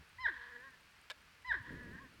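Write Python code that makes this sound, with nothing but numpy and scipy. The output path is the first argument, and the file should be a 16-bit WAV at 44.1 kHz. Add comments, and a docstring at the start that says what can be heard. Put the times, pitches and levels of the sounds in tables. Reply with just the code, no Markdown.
"""A porcupine cries twice, close to a microphone on a quiet night.
Each cry is a clean squeak whose pitch plunges two octaves through a nasal resonance into a long,
rough whine: vocal pulses excite the fixed resonances of throat and nose, and turn uneven and raspy.
A short crackling click falls between the cries, and air buffets the microphone, most of all during
the second. Beneath lies an even hiss with a faint electrical tick."""
import sys
import numpy as np
from scipy import signal
from scipy.fft import rfft, irfft
from scipy.io import wavfile
from scipy.ndimage import uniform_filter1d

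SR = 44100
rng = np.random.default_rng(int(sys.argv[2]) if len(sys.argv) > 2 else 0)


def waveform_to_disk(signal):
    """Save audio, clipped to [-1, 1], as 16-bit WAV at the path in sys.argv[1]."""
    frames = np.transpose(np.atleast_2d(signal))
    scaled = np.clip(frames, -1, 1) * 32767
    samples = np.round(scaled).astype(np.int16)
    wavfile.write(sys.argv[1], SR, samples)


N = 97020
TIME = np.arange(N) / SR


def porcupine():
    """Phonation: two cries, each following its own contour of pitch and level."""
    # contours of the cries: t/s, fundamental f/Hz, level/dB
    first_cry = [(.182, 987.5, -54), (.189, 991.8, -50), (.209, 1041, -47.5), (.23, 1033, -47),
                 (.246, 970.7, -38), (.255, 911.7, -32), (.263, 820.7, -26.5), (.2715, 704.7, -42),
                 (.28, 574.8, -36.5), (.29, 435.8, -36), (.3, 377, -40), (.307, 350.7, -51),
                 (.33, 269.4, -49), (.353, 245.6, -51.5), (.41, 237.4, -51), (.431, 239, -48.5),
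                 (.475, 242.4, -54), (.556, 241.8, -55.5), (.562, 238.5, -46.5), (.574, 239.1, -59),
                 (.6, 242.3, -56.5), (.653, 274.5, -56.5), (.68, 269, -56.5), (.72, 256.8, -70),
                 (.74, 249.3, -58.5), (.78, 238, -85)]
    second_cry = [(1.444, 963, -52.5), (1.456, 998.4, -49), (1.473, 1029, -48.5), (1.495, 979.2, -39.5),
                  (1.511, 891.6, -33.5), (1.518, 807.3, -27.5), (1.527, 722, -43.5), (1.536, 567.6, -38.5),
                  (1.55, 405.4, -36.5), (1.557, 367.9, -44.5), (1.576, 294.9, -47.5), (1.6, 250, -52.5),
                  (1.635, 238.5, -58.5), (1.665, 242.5, -53), (1.695, 231.6, -52), (1.731, 246.2, -57),
                  (1.799, 243.9, -54), (1.896, 237.1, -58.5), (1.93, 250.7, -57.5), (1.958, 277.8, -53.5),
                  (1.968, 213.6, -62), (1.986, 231, -52), (2.002, 259.5, -63.5), (2.025, 283.7, -63),
                  (2.056, 251.2, -61.5), (2.099, 241.5, -76)]
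    voice = np.zeros(N)
    for contour in (first_cry, second_cry):
        add(voice, contour[0][0], cry(contour))
    return voice


def cry(contour):
    """Source and filter: vocal pulses excite throat and nose; each cycle also gates a puff of rasp."""
    # irregularity of the voice: t/s since the cry began, roughness/1
    roughness = [(0, 0), (.06, 0.05), (.08, 0.15), (.115, 0.31), (.16, 0.83), (.27, 1.04), (.34, 0.55),
                 (.47, 0.31), (.6, .4)]
    # response of throat and nose, and spectrum of the rasp: f/Hz, level/dB
    throat = [(150, -38.5), (270, -23.5), (400, -27), (500, -26.5), (620, -23.5), (780, -34), (900, -15.5),
              (1030, -14.5), (1180, -18.5), (1330, -28), (1520, -5), (1660, 2), (1900, -2.5), (2080, -19),
              (2350, -28), (2700, -42.5), (3100, -27.5), (3700, -18), (4150, -29.5), (4650, -42),
              (5200, -29.5), (5700, -48), (9000, -71)]
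    rasp_spectrum = [(400, -50.5), (800, -26.5), (1020, -4.5), (1300, -18), (1560, -4), (1750, 2),
                     (1930, -2), (2150, -14.5), (2700, -30), (3100, -15), (3700, -22.5), (4150, -22.5),
                     (4800, -38), (8000, -54.5)]
    jitter, shimmer_db, rasp_db = 0.0361, 1.5, -1.5  # at full roughness
    onset_s, swell_s, release_s = 0.0035, 0.029, 0.018
    break_hz, break_width_hz, upper_from_hz = 980, 180, 2600
    times, pitch, level_db = np.transpose(contour)
    t = np.arange(0, times[-1] - times[0], 1 / SR)
    scene_t = t + times[0]
    hz = uniform_filter1d(np.interp(scene_t, times, pitch), size=300)
    rough = np.clip(np.interp(t, *np.transpose(roughness)), 0, 1)
    cycles = np.cumsum(hz * (1 + jitter * rough * wobble(len(t), rate_hz=123))) / SR
    harmonic = np.arange(1, 33)[:, None]
    partial_hz = harmonic * hz
    rolloff = np.clip(10 - partial_hz / 1000, 0, 1)  # fades out from 9 to 10 kHz
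    # the upper overtones swell in after the start and weaken once the pitch drops
    broken = np.clip((break_hz - hz) / break_width_hz, 0, 1)
    upper_db = -7.5 * broken - 20 * np.clip(1 - t / swell_s, 0, 1)
    weights = rolloff * amp(upper_db * (partial_hz > upper_from_hz))
    pulses = (weights * np.cos(2 * np.pi * harmonic * cycles)).sum(0)
    puff_shape = np.exp(-(cycles % 1) / 0.59)
    puffs = unit(puff_shape * rng.standard_normal(len(t))) * np.sqrt(SR / hz) / 2
    rasp = amp(rasp_db) * rough
    gate = np.clip(t / onset_s, 0, 1) * np.clip((t[-1] - t) / release_s, 0, 1)
    shimmer = shimmer_db * rough * wobble(len(t), rate_hz=117)
    level = amp(np.interp(scene_t, times, level_db) + shimmer)
    # dividing by the throat's gain keeps the level near the contour as harmonics cross resonances
    throat_gain = np.sqrt((gain_at(throat, partial_hz) ** 2).sum(0) / 2)
    drive = gate * level / throat_gain / np.hypot(1, rasp)
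    voiced = colour(drive * pulses, throat)
    return voiced + colour(drive * rasp * puffs, rasp_spectrum) + gate * hum(scene_t, cycles)


def hum(scene_t, cycles):
    """Superposition: three harmonics locked to the voice's phase form a smooth hum beneath the cry."""
    # envelopes: t/s, then level/dB of harmonics 1, 2 and 4
    envelopes = [(.255, -85, -95, -93), (.285, -59, -96, -89.5), (.31, -59.5, -82, -84),
                 (.335, -68.5, -83, -83), (.39, -76, -73.5, -61.5), (.5, -81, -71, -90),
                 (0.569, -71.5, -64, -76), (.64, -88, -70.5, -63), (.68, -76, -77, -62.5),
                 (.72, -86, -95, -88), (1.511, -108, -94, -99), (1.542, -61, -88, -95),
                 (1.56, -58.5, -87, -97), (1.6, -67, -88, -80), (1.649, -78, -74, -60),
                 (1.8, -76, -71, -72.5), (1.97, -73, -79, -68.5), (2.015, -76, -84, -58.5),
                 (2.05, -56, -78, -71), (2.08, -97, -95, -81)]
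    times, *levels_db = np.transpose(envelopes)
    return np.sqrt(2) * sum(amp(np.interp(scene_t, times, db)) * np.sin(2 * np.pi * n * cycles)
                            for n, db in zip((1, 2, 4), levels_db))


def scatter(x):
    """Reflection: the ground and nearby things add weak, sparse echoes that decay exponentially."""
    echo_db, t60_s = -16, 0.21
    t = np.arange(SR // 2) / SR
    echoes = rng.standard_normal(len(t)) * (rng.random(len(t)) < .05)
    tail = echoes * amp(-60 * t / t60_s) * (t > .003)
    return x + amp(echo_db) * signal.fftconvolve(x, tail / np.linalg.norm(tail))[:N]


def click():
    """Impulse excitation: a quick run of snaps, bright at first, rings a few damped modes."""
    # snaps: t/s, crack level/dB, ring level/dB
    snaps = [(1.1002, -36, -56), (1.1041, -36, -44), (1.1083, -43.5, -61), (1.1098, -65, -41.5),
             (1.1116, -45, -47), (1.1146, -55, -47.5), (1.1159, -46.5, -47)]
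    # spectrum of a crack: f/Hz, level/dB
    crack_spectrum = [(300, -34), (600, -7.5), (1300, 1.5), (2400, -2), (3700, 3.5), (4700, -0.5),
                      (6200, -12.5), (7400, -9.5), (10000, -23), (15500, -28), (17000, -43)]
    # ringing modes: f/Hz, level/dB, decay time T60/s
    modes = [(613, -11, 0.038), (1120, -8, 0.022), (1680, -1, 0.028), (2260, -7.5, 0.022), (3590, 0, 0.033)]
    crack_decay_s, low_cut_hz = 0.0012, 448
    out, t = np.zeros(N), np.arange(0, .06, 1 / SR)
    ring = sum(amp(db - 60 * t / t60) * np.sin(2 * np.pi * hz * t) for hz, db, t60 in modes)
    for start_s, crack_db, ring_db in snaps:
        crack = colour(rng.standard_normal(len(t)) * np.exp(-t / crack_decay_s), crack_spectrum)
        crack *= np.sqrt(crack_decay_s * SR / 2) / np.linalg.norm(crack)  # energy of a unit decay
        add(out, start_s, amp(crack_db) * crack + amp(ring_db) * ring)
    return signal.sosfilt(signal.butter(4, low_cut_hz, "high", fs=SR, output="sos"), out)


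def buffeting():
    """Pressure fluctuation: moving air rumbles and flutters on the microphone, with one soft thump."""
    # envelopes: t/s, rumble level/dB, flutter level/dB
    gusts = [(0, -63.5, -68), (.03, -68, -70.5), (.07, -109, -90), (.17, -62.5, -88), (.26, -62.5, -93),
             (.33, -66.5, -81), (.45, -78, -85.5), (0.699, -78, -74.5), (.85, -86, -83), (1.432, -82, -82),
             (1.46, -71, -92), (1.501, -56.5, -86), (1.56, -61, -74), (1.65, -70, -69), (1.715, -56, -49),
             (1.801, -62.5, -56), (1.86, -64, -54.5), (1.95, -58, -56.5), (2.01, -68, -64),
             (2.04, -77, -58), (2.09, -71, -70.5), (2.2, -67, -65)]
    # spectra of the moving air: f/Hz, level/dB
    rumble = [(20, -32), (40, -16), (58, 1.5), (110, -11.5), (170, -18), (400, -56)]
    flutter = [(70, -0.5), (150, 7), (280, 4), (420, -3), (570, -7), (720, -21), (1500, -47.5)]
    thump_at_s, thump_length_s, thump_db, thump_hz = 1.596, 0.029, -46, 104
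    times, rumble_db, flutter_db = np.transpose(gusts)
    out = noise(rumble) * amp(np.interp(TIME, times, rumble_db))
    out += noise(flutter) * amp(np.interp(TIME, times, flutter_db))
    t = np.arange(0, thump_length_s, 1 / SR)
    window = np.sin(np.pi * t / thump_length_s) ** 2
    add(out, thump_at_s, amp(thump_db) * window * np.sin(2 * np.pi * thump_hz * t))
    return out


def background():
    """Noise floor: stationary hiss of night air and microphone, with a periodic electrical tick."""
    # spectra of hiss and tick: f/Hz, level/dB
    hiss = [(15, -28), (25, -4.5), (81, 1.5), (118, -9), (160, -4.5), (234, -10.5), (316, -12.5),
            (372, -14), (404, -11.5), (488, -11), (591, -12), (777, -11), (915, -8.5), (1140, -6.5),
            (1620, -3), (1960, -6), (2510, -5), (3670, -13.5), (4450, -12), (6170, -20), (16900, -30)]
    tick = [(5000, -51), (7500, -70), (8700, 25), (9800, 6), (11000, -43), (13800, 15), (16000, -31)]
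    hiss_db, tick_db = -64.5, -68
    first_tick_s, period_s, decay_s = .0925, .1024, 0.0023
    ticks = noise(tick) * np.exp(-((TIME - first_tick_s) % period_s) / decay_s)
    return amp(hiss_db) * noise(hiss) + amp(tick_db) * ticks


def amp(db):
    """Amplitude ratio of a level in decibels."""
    return 10 ** (np.asarray(db) / 20)


def unit(x):
    """Normalisation to rms 1."""
    return x / np.sqrt(np.mean(x ** 2) + 1e-20)


def gain_at(spectrum, hz):
    """Gain of a spectrum table, interpolated over log frequency."""
    f, db = np.transpose(spectrum)
    return amp(np.interp(np.log(hz + 1), np.log(f + 1), db))


def add(mix, start_s, sound):
    """Superposition of a sound on the mix from a given time."""
    part = mix[max(round(start_s * SR), 0):][:len(sound)]
    part += sound[:len(part)]


def colour(x, spectrum, size=4096):
    """Minimum-phase filtering: the phase is the Hilbert transform of the log gain."""
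    log_gain = np.log(gain_at(spectrum, abs(np.fft.fftfreq(size, 1 / SR))))
    taps = np.fft.ifft(np.exp(np.conj(signal.hilbert(log_gain)))).real
    return signal.fftconvolve(x, taps[:size // 2])[:len(x)]


def noise(spectrum):
    """Stationary noise of rms 1 with the given spectrum."""
    gain = gain_at(spectrum, np.fft.rfftfreq(N, 1 / SR))
    return unit(irfft(rfft(rng.standard_normal(N)) * gain, N))


def wobble(count, rate_hz):
    """Random modulation: noise low-passed at the given rate."""
    attenuation = 1 + (np.fft.rfftfreq(N, 1 / SR) / rate_hz) ** 4
    return unit(irfft(rfft(rng.standard_normal(N)) / attenuation, N))[:count]


def scene():
    """Superposition: the cries and their echoes, the click, the air and the hiss sum in one channel."""
    return (scatter(porcupine()) + click() + buffeting() + background())[None]


def record(dry):
    """Band limiting: a linear-phase low-pass removes the highest treble."""
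    cutoff_hz = 17100
    taps = signal.firwin(511, cutoff_hz, window=("kaiser", 9), fs=SR)
    return signal.oaconvolve(dry, taps[None], "same")


dry = scene()
out = record(dry)
waveform_to_disk(out)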